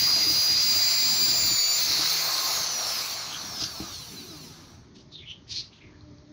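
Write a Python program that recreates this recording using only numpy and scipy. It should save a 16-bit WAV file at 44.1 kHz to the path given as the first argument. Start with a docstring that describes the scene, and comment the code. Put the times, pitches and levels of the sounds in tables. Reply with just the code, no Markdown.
"""Pinion teeth sing over a roaring casing as a corded drill bores a pine board; it lifts out and is released.
It coasts to a stop while carried away: fan blades and commutator bars draw falling lines locked to the speed.
Roar, cooling air and brush hiss are shaped noise; bench thuds are decaying modes, floor scuffs resonant friction.
Behind lie boom, rumble, drones, hiss and a late hum; one microphone feeds both channels."""
import sys
import numpy as np
from scipy import signal
from scipy.fft import rfft, irfft, next_fast_len
from scipy.io import wavfile
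from scipy.ndimage import uniform_filter1d, map_coordinates

SR = 44100
rng = np.random.default_rng(int(sys.argv[2]) if len(sys.argv) > 2 else 0)


def file_out(sig):
    """Save sig as 16-bit WAV at sys.argv[1]."""
    # one column per channel
    cols = np.atleast_2d(sig).T
    # limit, then scale
    lim = np.clip(cols, -1, 1)
    pcm = np.round(lim * 32767).astype(np.int16)
    wavfile.write(sys.argv[1], SR, pcm)


N = 278844

FACING_S, AWAY_S, TURN_S = 2.3, 2.5, 0.17  # the lifted tool turns its vents this way, then away
LIFT_S, LIFT_FALL_S = 1.815, 0.04  # the bit leaves the wood

# Levels of the motor noises before their trims and sway.
# Each row: time in s, casing roar in dB, cooling air in dB, brush hiss in dB.
NOISE_LEVELS = [(0, -23, -44, -41), (.8, -23, -46, -42), (1.4, -23.5, -44, -42.5),
                (1.65, -25.5, -46.5, -44), (1.86, -20.5, -43, -40), (2.2, -22, -38.5, -39.5),
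                (2.4, -23.5, -38, -39.5), (2.58, -23, -38.5, -38.5), (2.68, -26, -41.5, -46.5),
                (2.88, -27.5, -40, -42), (3.12, -28, -42.5, -42.5), (3.25, -32, -44.5, -56),
                (3.58, -37, -46, -53), (3.68, -42, -48.5, -55), (3.82, -36, -48.5, -55),
                (4.05, -41.5, -56, -55.5), (4.5, -48, -58, -62), (4.74, -53, -58.5, -75),
                (4.9, -73, -74, -104)]


def drill():
    """Tones locked to the armature angle, plus casing, air and brush noise swayed by the hand."""
    speed = armature()
    shivering_speed = speed * (1 + .0004 * wobble(30))
    turns = np.cumsum(shivering_speed) / SR
    free = step(HELD_SPEED[-1][0], .02)  # trigger released
    tones = teeth(turns, speed, free) + fan(turns, speed, free)
    tones += free * (bars(turns, speed) + weak_lines(turns, speed))
    roar_db, air_db, brush_db = curves(NOISE_LEVELS)
    sway = wobble(5.8)
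    noise = casing(roar_db + 0.49 * sway, speed) + cooling_air(air_db + .6 * sway)
    return tones + noise + brushes(brush_db, sway, speed)


# Armature speed while the trigger is held; it sags as the bit loads it.
# Each row: time in s, speed in turns per s.
HELD_SPEED = [(0, 402.6), (.15, 405), (.35, 406.3), (.52, 405.3), (.76, 400.4), (1.04, 401.2),
              (1.36, 399.2), (1.46, 395), (1.6, 385.8), (1.68, 386.9), (1.825, 400.8), (2, 416.3)]
# Loss in turns per s each second: dry friction, bearing drag x speed, fan drag x speed squared.
FRICTION, BEARING_DRAG, FAN_DRAG = 90.176, .077648, .00099242
SAG_S, SAG_WIDTH_S, SAG_SHARE = 2.619, .252, .02  # the pitch sags as the tool is swung away


def armature():
    """Turns per second: held by the trigger, then braked by friction and drag until it stops."""
    t = np.arange(N) / SR
    release_s, top = HELD_SPEED[-1]
    # closed-form solution of the braking law
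    shift = BEARING_DRAG / (2 * FAN_DRAG)
    scale = np.sqrt(FRICTION / FAN_DRAG - shift ** 2)
    start_angle = np.arctan((top + shift) / scale)
    coast = scale * np.tan(start_angle - FAN_DRAG * scale * (t - release_s)) - shift
    coast *= 1 - SAG_SHARE * np.exp(-((t - SAG_S) / SAG_WIDTH_S) ** 2)
    return np.where(t < release_s, curves(HELD_SPEED)[0], np.maximum(coast, 0))


def order(k, turns, speed):
    """A sine of rms 1 at k cycles per turn, random phase, muted above half the sample rate."""
    return np.sqrt(2) * np.sin(2 * np.pi * (k * turns + rng.random())) * (k * speed < SR / 2)


MESH_START_DB, MESH_FADE_DB_PER_S = -23.5, 2  # the 12th order weakens as the bit sinks in
OVERTONE_START_DB, OVERTONE_GAIN_DB_PER_S = -42, 7.5  # 18th order, before the bite cut
BITE_S, BITE_RISE_S, BITE_DB = 0.65, 0.038, 15  # the bit bites and the 18th order comes up
LIFT_DROP_DB = 32


def teeth(turns, speed, free):
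    """Loaded pinion teeth sing at orders 6, 12, 18 and 24; they drop at lift-out and end at release."""
    t = np.arange(N) / SR
    lift_db = LIFT_DROP_DB * step(LIFT_S, LIFT_FALL_S)
    mesh_db = MESH_START_DB - MESH_FADE_DB_PER_S * t - lift_db
    bite_cut_db = BITE_DB * (1 - step(BITE_S, BITE_RISE_S))
    overtone_db = OVERTONE_START_DB + OVERTONE_GAIN_DB_PER_S * t - bite_cut_db - lift_db
    out = amp(mesh_db + 1.5 * wobble(40)) * order(12, turns, speed)
    out += amp(overtone_db + 1.2 * wobble(30)) * order(18, turns, speed)
    out += amp(np.minimum(overtone_db - 13, -48) + 2 * wobble(25)) * order(6, turns, speed)
    out += amp(overtone_db - 27) * order(24, turns, speed)
    return out * (1 - free)


FAN_400_DB, FAN_DB_PER_TURN = -33.5, .35  # trigger held: level at 400 turns per s, slope with speed
# Coasting blade line, swelling where the casing rings. Each row: pitch in Hz, level in dB.
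BLADES = [(1000, -95), (3300, -62), (4000, -48), (5000, -41), (6200, -45), (7500, -53), (8700, -57),
          (11000, -52), (13600, -44), (15600, -38)]


def fan(turns, speed, free):
    """39 fan blades chop the air: one line at 39 times the speed."""
    held_db = FAN_400_DB + FAN_DB_PER_TURN * (speed - 400)
    blades_db = (1 - free) * held_db + free * along(BLADES, 39 * speed)
    return amp(blades_db + 1.6 * wobble(25)) * order(39, turns, speed)


# Commutator line, swelling where the casing rings. Each row: pitch in Hz, level in dB.
BARS = [(400, -75), (1300, -63), (2000, -70), (3000, -65), (3800, -58), (4400, -44), (4850, -45),
        (5050, -33), (6000, -33), (7200, -43), (8400, -53), (10000, -62)]


def bars(turns, speed):
    """24 commutator bars pass the brushes: one line at 24 times the speed."""
    return amp(along(BARS, 24 * speed) + 2 * wobble(25)) * order(24, turns, speed)


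WEAK_DB = -47
WEAK_KNEE_TURNS_PER_S, WEAK_DB_PER_DB = 80, 1.1  # steady down to the knee, then falling with speed
# Lines from unbalance, 6 pinion teeth and 12 slots. Each row: multiple of the speed, relative level in dB.
COASTING = [(1, -10), (6, 4), (12, 6), (36, -8), (48, 4), (60, -2), (72, 1), (84, -3), (96, -1)]
# How strongly a pure motor tone reaches the microphone. Each row: frequency in Hz, gain in dB.
RADIATED = [(150, -30), (250, -16), (310, 4), (400, -14), (800, -22), (1300, -14), (2000, -20), (3300, -14),
            (4200, 0), (6500, -2), (7600, -12), (10000, -6), (12500, -8), (15500, -1)]
# Change in the weaker lines once the vents face away. Each row: frequency in Hz, gain in dB.
SHADOW = [(5000, -4), (8000, -10.5)]


def weak_lines(turns, speed):
    """Unbalance, teeth and slots, and a comb of brush clicks, coloured by the path to the microphone."""
    knee_db = np.minimum(relative_db(speed, WEAK_KNEE_TURNS_PER_S), 0)
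    weak_db = WEAK_DB + WEAK_DB_PER_DB * knee_db
    # brushes click over each bar and slot
    comb = [(k, 3.5 - k / 20 - 2.5 * (k % 24 > 0)) for k in range(108, 400, 12)]
    away = step(AWAY_S, TURN_S)
    out = np.zeros(N)
    for k, db in COASTING + comb:
        path_db = along(RADIATED, k * speed) + away * along(SHADOW, k * speed)
        out += amp(weak_db + db + path_db + 5 * wobble(32)) * order(k, turns, speed)
    return out


# Roar at speed. Each row: frequency in Hz, relative density in dB per Hz.
FAST_CASING = [(180, -38), (380, -18.5), (1060, -23.5), (1800, -19), (2060, -11), (2470, -12),
               (2750, -12.5), (2970, -16), (3470, -13.5), (4050, -2.5), (4270, 1.5), (5220, -5.5),
               (6020, -5), (6430, -7), (7760, -25), (8500, -39), (11000, -50), (18700, -120)]
# Roar near standstill. Each row: frequency in Hz, relative density in dB per Hz.
SLOW_CASING = [(1060, -40), (1800, -20), (2200, 2), (3110, 0), (4380, 7.5), (4930, -0.5), (5330, 2),
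               (5760, 9.5), (7180, -9), (7910, -12), (8500, -14), (11000, -15), (18700, -120)]


def casing(level_db, speed):
    """Casing roar: two noise colours crossfaded in power as the armature slows."""
    fast = np.clip(speed / 260, 0, 1)
    roar = np.sqrt(fast) * rush(FAST_CASING, patchy_db=1.6)
    roar += np.sqrt(1 - fast) * rush(SLOW_CASING, patchy_db=2.2)
    return amp(level_db - 4) * roar


# Cooling air. Each row: frequency in Hz, relative density in dB per Hz.
AIR = [(260, -36), (450, -10), (512, -3.5), (574, -6), (644, 2.5), (963, -1), (1060, 0), (1250, 3),
       (1380, -0.5), (1590, -1), (1720, -2), (1880, -10.5), (2060, -6.5), (2260, -20), (2500, -15.5),
       (3250, -54), (5500, -120)]
# Vent cavity. Each row: centre in Hz, half width in Hz, dB above the air before the facing gain.
HOLLOW = [(1062, 29, 2), (1248, 12, -4.5), (637, 20, -23)]


def cooling_air(level_db):
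    """Fan draught, with vent cavity resonances strongest while the vents face the microphone."""
    facing = 0.154 + 0.78 * (step(FACING_S, TURN_S) - step(AWAY_S, TURN_S))
    cavity = facing * sum(amp(db) * narrow(hz, width) for hz, width, db in HOLLOW)
    return amp(level_db) * (rush(AIR, patchy_db=2.2) + cavity)


# Brush hiss. Each row: frequency in Hz, relative density in dB per Hz.
BRUSHES = [(4410, -23.5), (7500, 10), (7880, -35.5), (8660, 4), (9430, 3), (10900, 8), (13500, 4),
           (14500, -7)]
# Vent sizzle. Each row: frequency in Hz, relative density in dB per Hz.
VENTS = [(13000, -120), (13800, -26), (14300, 4), (15500, 6), (16500, -4)]
VENT_400_DB, VENT_DB_PER_DB = 4, 0.92  # over the brush hiss at 400 turns per s; growth with speed


def brushes(level_db, sway, speed):
    """Sliding brushes hiss; a higher sizzle from the vents follows the speed."""
    growth_db = VENT_DB_PER_DB * np.maximum(relative_db(speed, 400), -6.1)
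    vent_db = level_db + VENT_400_DB + growth_db + 1.8 * wobble(12)
    hiss = amp(level_db + 1.14 * sway) * rush(BRUSHES, patchy_db=3.7)
    return hiss + amp(vent_db) * rush(VENTS, patchy_db=3.5)


# Jolts. Each row: start in s, strength in dB before a 5 dB cut.
THUDS = [(.015, -30), (0.207, -28), (0.267, -27.5), (.301, -24), (0.499, -33), (.55, -33), (.64, -45),
         (.757, -37), (1.029, -47.5), (1.174, -40), (1.282, -33), (1.33, -38), (1.368, -36), (1.439, -33.5),
         (1.509, -28.5), (1.9, -27), (1.991, -31), (2.602, -44), (3.618, -23.5), (3.8, -19.5)]
# Bench modes. Each row: frequency in Hz, mean level in dB, t60 in s.
BENCH = [(115, -5, .12), (190, -6, .06), (315, 0, .06), (430, -7, .04), (700, -9, .03)]
SNAP_HZ, SNAP_DB, SNAP_T60_S = 780, -7, 0.025
PUSH_HZ, PUSH_DB, PUSH_T60_S = 68, -10, 0.1  # the whole bench gives under each jolt


def bench():
    """Each jolt rings the bench's low modes at new strengths, with a short snap on top."""
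    out, t = np.zeros(N + SR), np.arange(SR // 4) / SR
    snap = amp(SNAP_DB - 60 * t / SNAP_T60_S) * np.sin(2 * np.pi * SNAP_HZ * t)
    push = amp(PUSH_DB - 60 * t / PUSH_T60_S) * np.sin(2 * np.pi * PUSH_HZ * t)
    attack = 1 - np.exp(-t / .002)
    for s, db in THUDS:
        ring = np.zeros(len(t))
        for hz, level_db, t60 in BENCH:
            decay = amp(level_db + 3.6 * rng.normal() - 60 * t / t60)
            ring += decay * np.sin(2 * np.pi * (hz * t + 0.19 * rng.normal()))
        out[round(s * SR):][:len(t)] += amp(db - 5) * (ring + snap + push) * attack
    return out[:N]


# Strokes of shoes and cable on the tiles, before the floor path.
# Each row: peak time in s, rise in s, fall in s, level in dB, centre in Hz, width in Hz.
SCUFFS = [(3.339, .02, 0.033, -38.5, 3200, 600), (3.632, .035, 0.053, -33, 4720, 2960),
          (3.948, .009, 0.04, -44, 4350, 2500), (4.961, .009, .037, -54.5, 4000, 4000),
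          (5.01, .011, 0.023, -57, 4320, 3000), (5.129, .006, .01, -47, 4350, 1500),
          (5.157, 0.022, 0.03, -46.5, 3760, 700), (5.199, .015, 0.026, -47.5, 3420, 700),
          (5.229, .013, 0.039, -54.5, 2260, 400), (5.279, 0.012, 0.021, -43.5, 3050, 600),
          (5.31, 0.017, 0.035, -41.5, 3090, 560), (5.31, 0.016, 0.015, -55, 5800, 500),
          (5.485, .006, .03, -55, 4800, 3000), (5.519, 0.014, 0.035, -36.5, 4500, 2430),
          (5.569, 0.056, .075, -53.5, 2640, 1200), (5.585, 0.03, 0.027, -33, 4350, 1510),
          (5.66, .017, 0.033, -53, 4540, 1500), (5.74, .015, 0.079, -57, 3250, 2010),
          (5.821, 0.0084, 0.057, -53.5, 2240, 500), (5.951, 0.03, 0.043, -64.5, 1720, 300)]


def scuffs():
    """Grainy friction through one resonance per stroke."""
    out, t = np.zeros(N + SR), np.arange(-SR // 10, SR // 4) / SR
    for s, rise, fall, db, hz, width in SCUFFS:
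        grain = rng.standard_normal(len(t)) * amp(2.2 * wobble(120)[:len(t)])
        resonance = lambda f: (1j * f * width / (hz * hz - f * f + 1j * f * width)) ** 2
        stroke = np.where(t < 0, np.exp(-(t / rise) ** 2 / 2), np.exp(-np.abs(t) / fall))
        out[round((s + t[0]) * SR):][:len(t)] += amp(db) * stroke * unit(filtered(grain, resonance))
    return out[:N]


# Grit, before attack and floor path. Each row: start in s, level in dB, pitch in Hz.
TICKS = [(5.6894, -46, 4140), (5.7329, -62, 3580), (5.7543, -66, 3720), (6.0088, -39, 4160),
         (6.1838, -41, 4650)]


def grit_ticks():
    """Single grains of grit tick as short decaying sines."""
    out, t = np.zeros(N + SR), np.arange(400) / SR
    attack = 1 - np.exp(-t / .0004)
    for s, db, hz in TICKS:
        out[round(s * SR):][:len(t)] += attack * amp(db - 60 * t / 0.0058) * np.sin(2 * np.pi * hz * t)
    return out[:N]


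# Sounds from below lose their top. Each row: frequency in Hz, gain in dB.
FLOOR_PATH = [(1000, 0.5), (6400, 2), (7000, -7), (7800, -18), (9000, -12), (16000, -51)]


def from_below(x):
    """Treble loss of sounds that arrive from below."""
    return filtered(x, lambda hz: amp(along(FLOOR_PATH, hz)))


# Decay of the room. Each row: frequency in Hz, t60 in s.
WALLS = [(100, 0.32), (2000, 0.059), (10000, 0.093)]


def walls(x):
    """Each frequency of the room's answer dies at its own speed."""
    hz, t, z = signal.stft(rng.standard_normal(SR // 2), SR, nperseg=256)
    decay = amp(-60 * t / along(WALLS, hz)[:, None])
    tail = signal.istft(z * decay, SR, nperseg=256)[1]
    delayed = np.pad(x, (300, 0))
    return signal.fftconvolve(delayed, tail / np.linalg.norm(tail))[:N]


# Deepest bass. Each row: frequency in Hz, relative density in dB per Hz.
BOOM = [(15, -36.5), (25, -10.5), (91, 0.5), (150, -4.5), (200, -61), (330, -120)]
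# Low rumble. Each row: frequency in Hz, relative density in dB per Hz.
RUMBLE = [(100, -58), (170, -1), (242, -1.5), (313, -3.5), (412, -5.5), (443, -14), (500, -16),
          (650, -55.5), (1100, -120)]
# Dips of the bass. Each row: centre in s, half length in s, depth in dB.
LULLS = [(.44, .04, 15), (.93, .07, 18), (1.7, .13, 18), (2.28, .24, 20)]
BOOM_DB, RUMBLE_DB = -55, -57.5  # before the two boosts
SHAKEN_DB = 4  # both are louder while the bit shakes the bench
RUNNING_DB, RUNNING_END_S = 4, 4.78  # the rumble is louder until the motor has nearly stopped


def room_lows():
    """Lumpy boom and rumble: low noise with wavering level and brief dips."""
    t = np.arange(N) / SR
    dip_db = sum(db * np.exp(-((t - s) / half) ** 4) for s, half, db in LULLS)
    shaken_db = SHAKEN_DB * (1 - step(LIFT_S, .1))
    running_db = RUNNING_DB * (1 - step(RUNNING_END_S, .1))
    boom_db = BOOM_DB + shaken_db + 2.6 * wobble(9) + 1.4 * wobble(24)
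    rumble_db = RUMBLE_DB + shaken_db + running_db + 1.3 * wobble(7.4) + 1.7 * wobble(22)
    lows = amp(boom_db) * rush(BOOM, patchy_db=1.0) + amp(rumble_db) * rush(RUMBLE, patchy_db=3.0)
    return amp(-dip_db) * lows


# Far machines. Each row: centre in Hz, half width in Hz, rms level in dB.
DRONES = [(127, 18, -61.5), (157.1, 4.57, -59.5)]


def drones():
    """Far machines as narrow bands of noise."""
    return sum(amp(db) * narrow(hz, width) for hz, width, db in DRONES)


# A far machine starts up. Each row: time in s, level in dB before flutter.
HUM = [(5.7, -84), (5.9, -55), (6.1, -58), (6.32, -53)]
HUM_HZ = 299


def late_hum():
    """A sine and its octave, unsteady in pitch and level."""
    phase = 2 * np.pi * np.cumsum(HUM_HZ + 4 * wobble(25)) / SR
    return amp(curves(HUM)[0] + 3 * wobble(12)) * (np.sin(phase) + amp(-11) * np.sin(2 * phase))


# Far hiss before the floor path. 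Each row: frequency in Hz, relative density in dB per Hz.
HISS = [(290, -8.5), (500, -16.5), (627, -8), (737, -17.5), (822, -14), (1060, -14), (1310, -17),
        (1690, -21), (1830, -18.5), (2780, -26.5), (4240, -19), (6600, -23.5), (8580, -63), (14500, -120)]


def far_hiss():
    """Far noise at a steady mean level, dulled like the sounds from below."""
    return amp(-61.5) * from_below(rush(HISS, patchy_db=1.5))


def amp(db):
    """dB to amplitude."""
    return 10 ** (np.asarray(db) / 20)


def unit(x):
    """x scaled to rms 1."""
    return x / np.sqrt(np.mean(x ** 2) + 1e-20)


def relative_db(speed, usual):
    """Speed in dB over a usual speed."""
    return 20 * np.log10((speed + .1) / usual)


def along(points, hz):
    """(Hz, value) points interpolated on a log axis."""
    f, v = np.transpose(points)
    return np.interp(np.log(hz + 1), np.log(f + 1), v)


def curves(rows):
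    """One value per sample for each column after the time; -150 outside the rows."""
    s, *cols = np.transpose(rows)
    return [np.interp(np.arange(N) / SR, s, c, left=-150, right=-150) for c in cols]


def step(at, rise):
    """A soft switch from 0 to 1."""
    return .5 + .5 * np.tanh((np.arange(N) / SR - at) / rise)


def wobble(rate):
    """A smooth random curve, rate knots a second."""
    knots = rng.standard_normal(int(N * rate / SR) + 4)
    return map_coordinates(knots, [np.arange(N) * rate / SR])


def filtered(x, response):
    """x times a response of frequency."""
    m = next_fast_len(len(x) + 8192)
    return irfft(rfft(x, m) * response(np.fft.rfftfreq(m, 1 / SR)), m)[:len(x)]


def rush(spectrum, patchy_db):
    """Coloured noise of rms 1 with time-frequency patches of random gain."""
    z = signal.stft(rng.standard_normal(N), nperseg=512)[2]
    field = uniform_filter1d(rng.standard_normal(z.shape), size=6, axis=0)
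    field = uniform_filter1d(field, size=10, axis=1)
    noise = signal.istft(z * amp(patchy_db * unit(field)), nperseg=512)[1][:N]
    return unit(filtered(noise, lambda hz: amp(along(spectrum, hz))))


def narrow(hz, width):
    """Noise of rms 1 in one narrow resonance; half amplitude at hz +- width."""
    return unit(filtered(rng.standard_normal(N), lambda f: 1 / (1 + ((f - hz) / width) ** 2)))


def scene():
    """Drill, bench and floor sounds with their room answer, and the workshop; both channels alike."""
    near = bench() + from_below(scuffs() + grit_ticks())
    shop = room_lows() + drones() + far_hiss() + late_hum()
    mono = drill() + near + amp(-9.5) * walls(near) + shop
    return np.array([mono, mono])


TOP_HZ = 15720


def record(dry):
    """The microphone sheds the deepest bass; a steep band limit ends the treble."""
    bass = lambda hz: 1 / np.sqrt(1 + (55 / (hz + 1)) ** 4)
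    edge = lambda hz: np.sin(np.pi / 2 * np.clip((TOP_HZ + 40 - hz) / 80, 0, 1)) ** 2
    return np.array([filtered(channel, lambda hz: bass(hz) * edge(hz)) for channel in dry])


dry = scene()
out = record(dry)
file_out(out)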